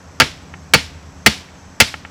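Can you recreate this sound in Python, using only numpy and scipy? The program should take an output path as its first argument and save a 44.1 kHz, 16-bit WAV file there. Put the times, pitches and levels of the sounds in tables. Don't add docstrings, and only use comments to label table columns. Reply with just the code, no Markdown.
import sys
import numpy as np
from scipy import signal
from scipy.io import wavfile

SR = 44100
rng = np.random.default_rng(int(sys.argv[2]) if len(sys.argv) > 2 else 0)


def store_wav(level_fs):
    pcm = np.round(np.clip(np.atleast_2d(level_fs), -1, 1) * 32767)
    wavfile.write(sys.argv[1], SR, pcm.T.astype(np.int16))


N = 92610
T = np.arange(N) / SR

# (frequency [Hz], mean level [dB], 60 dB decay time when struck hard [s])
BRACE_MODES = [(267.4, -17.5, 0.073), (344, -20, .07), (463.4, -18, 0.095), (671, -19.5, .05),
               (891.4, -12.5, 0.063), (1227, -9.5, 0.05), (1400, -11.5, .07), (1669, -12, 0.047),
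               (1860, -5, 0.027), (2114, -11, 0.037), (2270, -7.5, 0.05), (2456, -8.5, 0.034),
               (2632, -5.5, 0.04), (2820, -9, 0.055), (3052, -6, 0.017), (3437, -13, 0.05),
               (3690, -20.5, 0.04), (4477, -15.5, 0.08), (4676, -3, 0.022)]


def blows():
    # (time [s], strike level [dB],
    # brightness tilt [dB per octave], lower and upper strongest ring [Hz],
    # jolt delay [s], jolt level [dB], hold of the jolt's crack [s], jolt low-pass [Hz],
    # bending pitch [Hz], bending level [dB], thud delay [s], thud level [dB])
    blow_table = [(0.2001, 2.8, -1, 1370, 1610, .0168, -5, 0.0061, 4500, 254.8, -16, .017, 6.4),
                  (0.7365, 2.2, -0.32, 2250, 4460, 0.01, -1.5, 0.0043, 3000, 201.6, -13.5, 0.01, 8.2),
                  (1.2616, 4.7, 0.25, 2010, 2600, .0105, -9.5, 0.0048, 5000, 213.4, -11, 0.0093, 6.2),
                  (1.8014, 2.3, 1, 2085, 2580, .0100, -8, 0.0074, 7100, 227.3, -17.5, 0.0082, 8.9)]
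    out = np.zeros(N)
    for (s, db, tilt_db, lower_hz, upper_hz, jolt_s, jolt_db, jolt_hold_s, jolt_hz,
         bend_hz, bend_db, thud_s, thud_db) in blow_table:
        rings_hz = (lower_hz, upper_hz)
        strike = from_db(db) * contact(tilt_db, rings_hz, hold_s=0.0053)
        flex = from_db(bend_db) * bending(bend_hz)
        jolt = from_db(jolt_db) * butter(contact(tilt_db, rings_hz, jolt_hold_s), jolt_hz, "low", order=1)
        soil = from_db(thud_db) * thud()
        blow = strike + flex + delayed(jolt, jolt_s) + delayed(soil, thud_s) + scatter(tilt_db)
        out += delayed(blow, s)
    return out


def contact(tilt_db, rings_hz, hold_s):
    # (frequency [Hz], relative level per Hz [dB])
    crack_spectrum = [(150, 3), (600, -3), (1050, -8.5), (1600, -1.5), (2600, -1), (3800, -5.5), (5000, -5),
                      (8000, -15), (15000, -27.5)]
    crack_db, crack_t60_s = 2, 0.035
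    chatter_db, chatter_per_s = 5, 682
    noise = noise_bands(crack_spectrum, tilt_db)[1].sum(0)
    crack = rms_one(noise * from_db(chatter_db * wander(chatter_per_s)))
    crack = from_db(crack_db) * crack * dying(crack_t60_s, hold_s)
    return emphasise(crack + ring(BRACE_MODES), rings_hz)


def emphasise(x, rings_hz):
    boost_db, ring_q = -4.5, 14.5
    resonant = sum(signal.lfilter(*signal.iirpeak(hz, ring_q, fs=SR), x) for hz in rings_hz)
    return x + from_db(boost_db) * resonant


def bending(hz):
    t60_s, hold_s, rise_s = 0.08, 0.02, 0.0076
    return np.sin(2 * np.pi * hz * T) * dying(t60_s, hold_s) * (1 - np.exp(-T / rise_s))


def thud():
    # (frequency [Hz], mean level [dB], 60 dB decay time [s])
    soil_modes = [(70.5, -25, 0.13), (104, -21, 0.082), (143, -22, .095)]
    rise_s, low_cut_hz = 0.002, 49
    return butter(ring(soil_modes) * (1 - np.exp(-T / rise_s)), low_cut_hz, "high")


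def scatter(tilt_db):
    # (frequency [Hz], relative level per Hz [dB], near 60 dB decay time [s])
    trees = [(146, 3.5, 0.21), (500, -4.5, 0.27), (1090, -6.5, 0.31), (2140, 4, 0.25), (3650, 0.5, 0.31),
             (5840, -4.5, 0.36), (7250, -13.5, 0.31), (9700, -15.5, 0.32), (15000, -42, 0.43)]
    scatter_db, rise_s = -13, 0.015
    patchy_db, patches_per_s = 0.64, 180
    far_db, far_t60_s, far_dull_hz = -23.5, 1, 4700
    near_bands = zip(*noise_bands(trees, tilt_db))
    near = sum(band * dying(at_hz(trees, hz, axis=2)) for hz, band in near_bands)
    far_noise = noise_bands(trees, tilt_db)[1].sum(0)
    far = butter(far_noise, far_dull_hz, "low") * dying(far_t60_s)
    gain = from_db(scatter_db + patchy_db * wander(patches_per_s))
    return gain * (near + from_db(far_db) * far) * (1 - np.exp(-T / rise_s))


def knocks():
    # (time [s], level before emphasis and filtering [dB])
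    knock_table = [(0.5395, -27.5), (1.487, -41.5), (1.9414, -19.5), (2.0502, -26.5)]
    bounce_s, bounce_db = 0.0037, -8
    rings_hz, soft_hz, thin_hz = (1650, 1970), 2890, 1010
    out = np.zeros(N)
    for s, db in knock_table:
        knock = touch() + from_db(bounce_db) * delayed(touch(), bounce_s)
        out += from_db(db) * delayed(knock, s)
    muffled = butter(emphasise(out, rings_hz), soft_hz, "low", order=6)
    return butter(muffled, thin_hz, "high", order=1)


def touch():
    push_db, push_t60_s, damping_t60_s = 19, 0.00054, 0.066
    return from_db(push_db) * dying(push_t60_s) + ring(BRACE_MODES) * dying(damping_t60_s)


def insects():
    # (frequency [Hz], resonance width [Hz], level [dB])
    chorus = [(5710, 1460, -57), (7720, 130, -63.5)]
    # (frequency [Hz], resonance width [Hz], level [dB])
    caller = [(6370, 170, -59)]
    # (middle [s], length [s], level relative to the caller [dB])
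    calls = [(.1, .14, -5), (0.598, 0.13, 0), (1.202, 0.13, -1), (1.65, .15, 1.5)]
    swell = sum(from_db(db) * np.exp(-2 * ((T - s) / length_s) ** 2) for s, length_s, db in calls)
    return drones(chorus) + swell * drones(caller)


def drones(lines):
    out = np.zeros(N)
    for hz, width_hz, db in lines:
        b, a = signal.iirpeak(hz, hz / width_hz, fs=SR)
        noise = rng.standard_normal(2 * N)
        tone = signal.lfilter(b, a, signal.lfilter(b, a, noise))
        out += from_db(db) * rms_one(tone[N:])
    return out


def hum():
    # (frequency [Hz], level [dB])
    tones = [(76.5, -47.5), (85.5, -44.5), (153, -51), (183, -51.5), (269, -53)]
    # (time [s], relative level [dB])
    thrum = [(0, 0.5), (.5, 0), (.95, 0), (1.3, 0), (1.5, -6), (2.1, -2)]
    waver_db, waver_per_s = 3, 3.7
    thrum_db = np.interp(T, *np.transpose(thrum))
    out = np.zeros(N)
    for hz, db in tones:
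        gain = from_db(thrum_db + db + waver_db * wander(waver_per_s))
        out += np.sqrt(2) * gain * np.sin(2 * np.pi * (hz * T + rng.random()))
    return out


def air():
    # (frequency [Hz], relative level per Hz [dB])
    air_spectrum = [(25, -24), (50, -7), (80, -3), (120, -4.5), (180, -6.5), (330, -12.5), (900, -13.5),
                    (1800, -19.5), (3300, -29), (7000, -30.5), (8500, -43), (11000, -40), (13500, -67)]
    return from_db(-43) * noise_bands(air_spectrum)[1].sum(0)


def ring(modes):
    spread_db = 1.5
    chance = rng.standard_normal(len(modes))
    out = np.zeros(N)
    for k, (hz, db, t60) in enumerate(modes):
        gain = (-1) ** k * from_db(db + spread_db * chance[k])
        out += gain * dying(t60) * np.sin(2 * np.pi * hz * T)
    return out


def noise_bands(spectrum, tilt_db=0):
    edges = np.geomspace(20, 17000, 26)
    centres = np.sqrt(edges[1:] * edges[:-1])
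    white = rng.standard_normal((2, N))
    gains = from_db(at_hz(spectrum, centres) + tilt_db * np.log2(centres / centres.mean()))
    bands = np.array([g * butter(white[k % 2], edges[k:k + 2], "band") for k, g in enumerate(gains)])
    return centres, bands / bands.sum(0).std()


def wander(per_s):
    return np.interp(T * per_s, np.arange(N), rng.standard_normal(N)) * np.sqrt(1.5)


def dying(t60, hold=0):
    return from_db(np.maximum(-60 * np.maximum(T - hold, 0) / t60, -300))


def delayed(x, s):
    return np.pad(x, (max(int(s * SR), 0), 0))[:N]


def butter(x, hz, kind, order=2):
    return signal.sosfilt(signal.butter(order, hz, kind, fs=SR, output="sos"), x + 1e-18)


def at_hz(table, hz, axis=1):
    table = np.array(table)
    return np.interp(np.log(hz), np.log(table[:, 0]), table[:, axis])


def from_db(db):
    return 10 ** (np.asarray(db) / 20)


def rms_one(x):
    return x / np.sqrt(np.mean(x ** 2) + 1e-20)


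def scene():
    yard = insects() + hum() + air()
    return (blows() + knocks() + yard)[None]


def record(dry):
    hardness, cutoff_hz = 5.7, 15800
    clipped = dry / (1 + np.abs(dry) ** hardness) ** (1 / hardness)
    return signal.sosfilt(signal.ellip(10, .1, 70, cutoff_hz, fs=SR, output="sos"), clipped)


dry = scene()
out = record(dry)
store_wav(out)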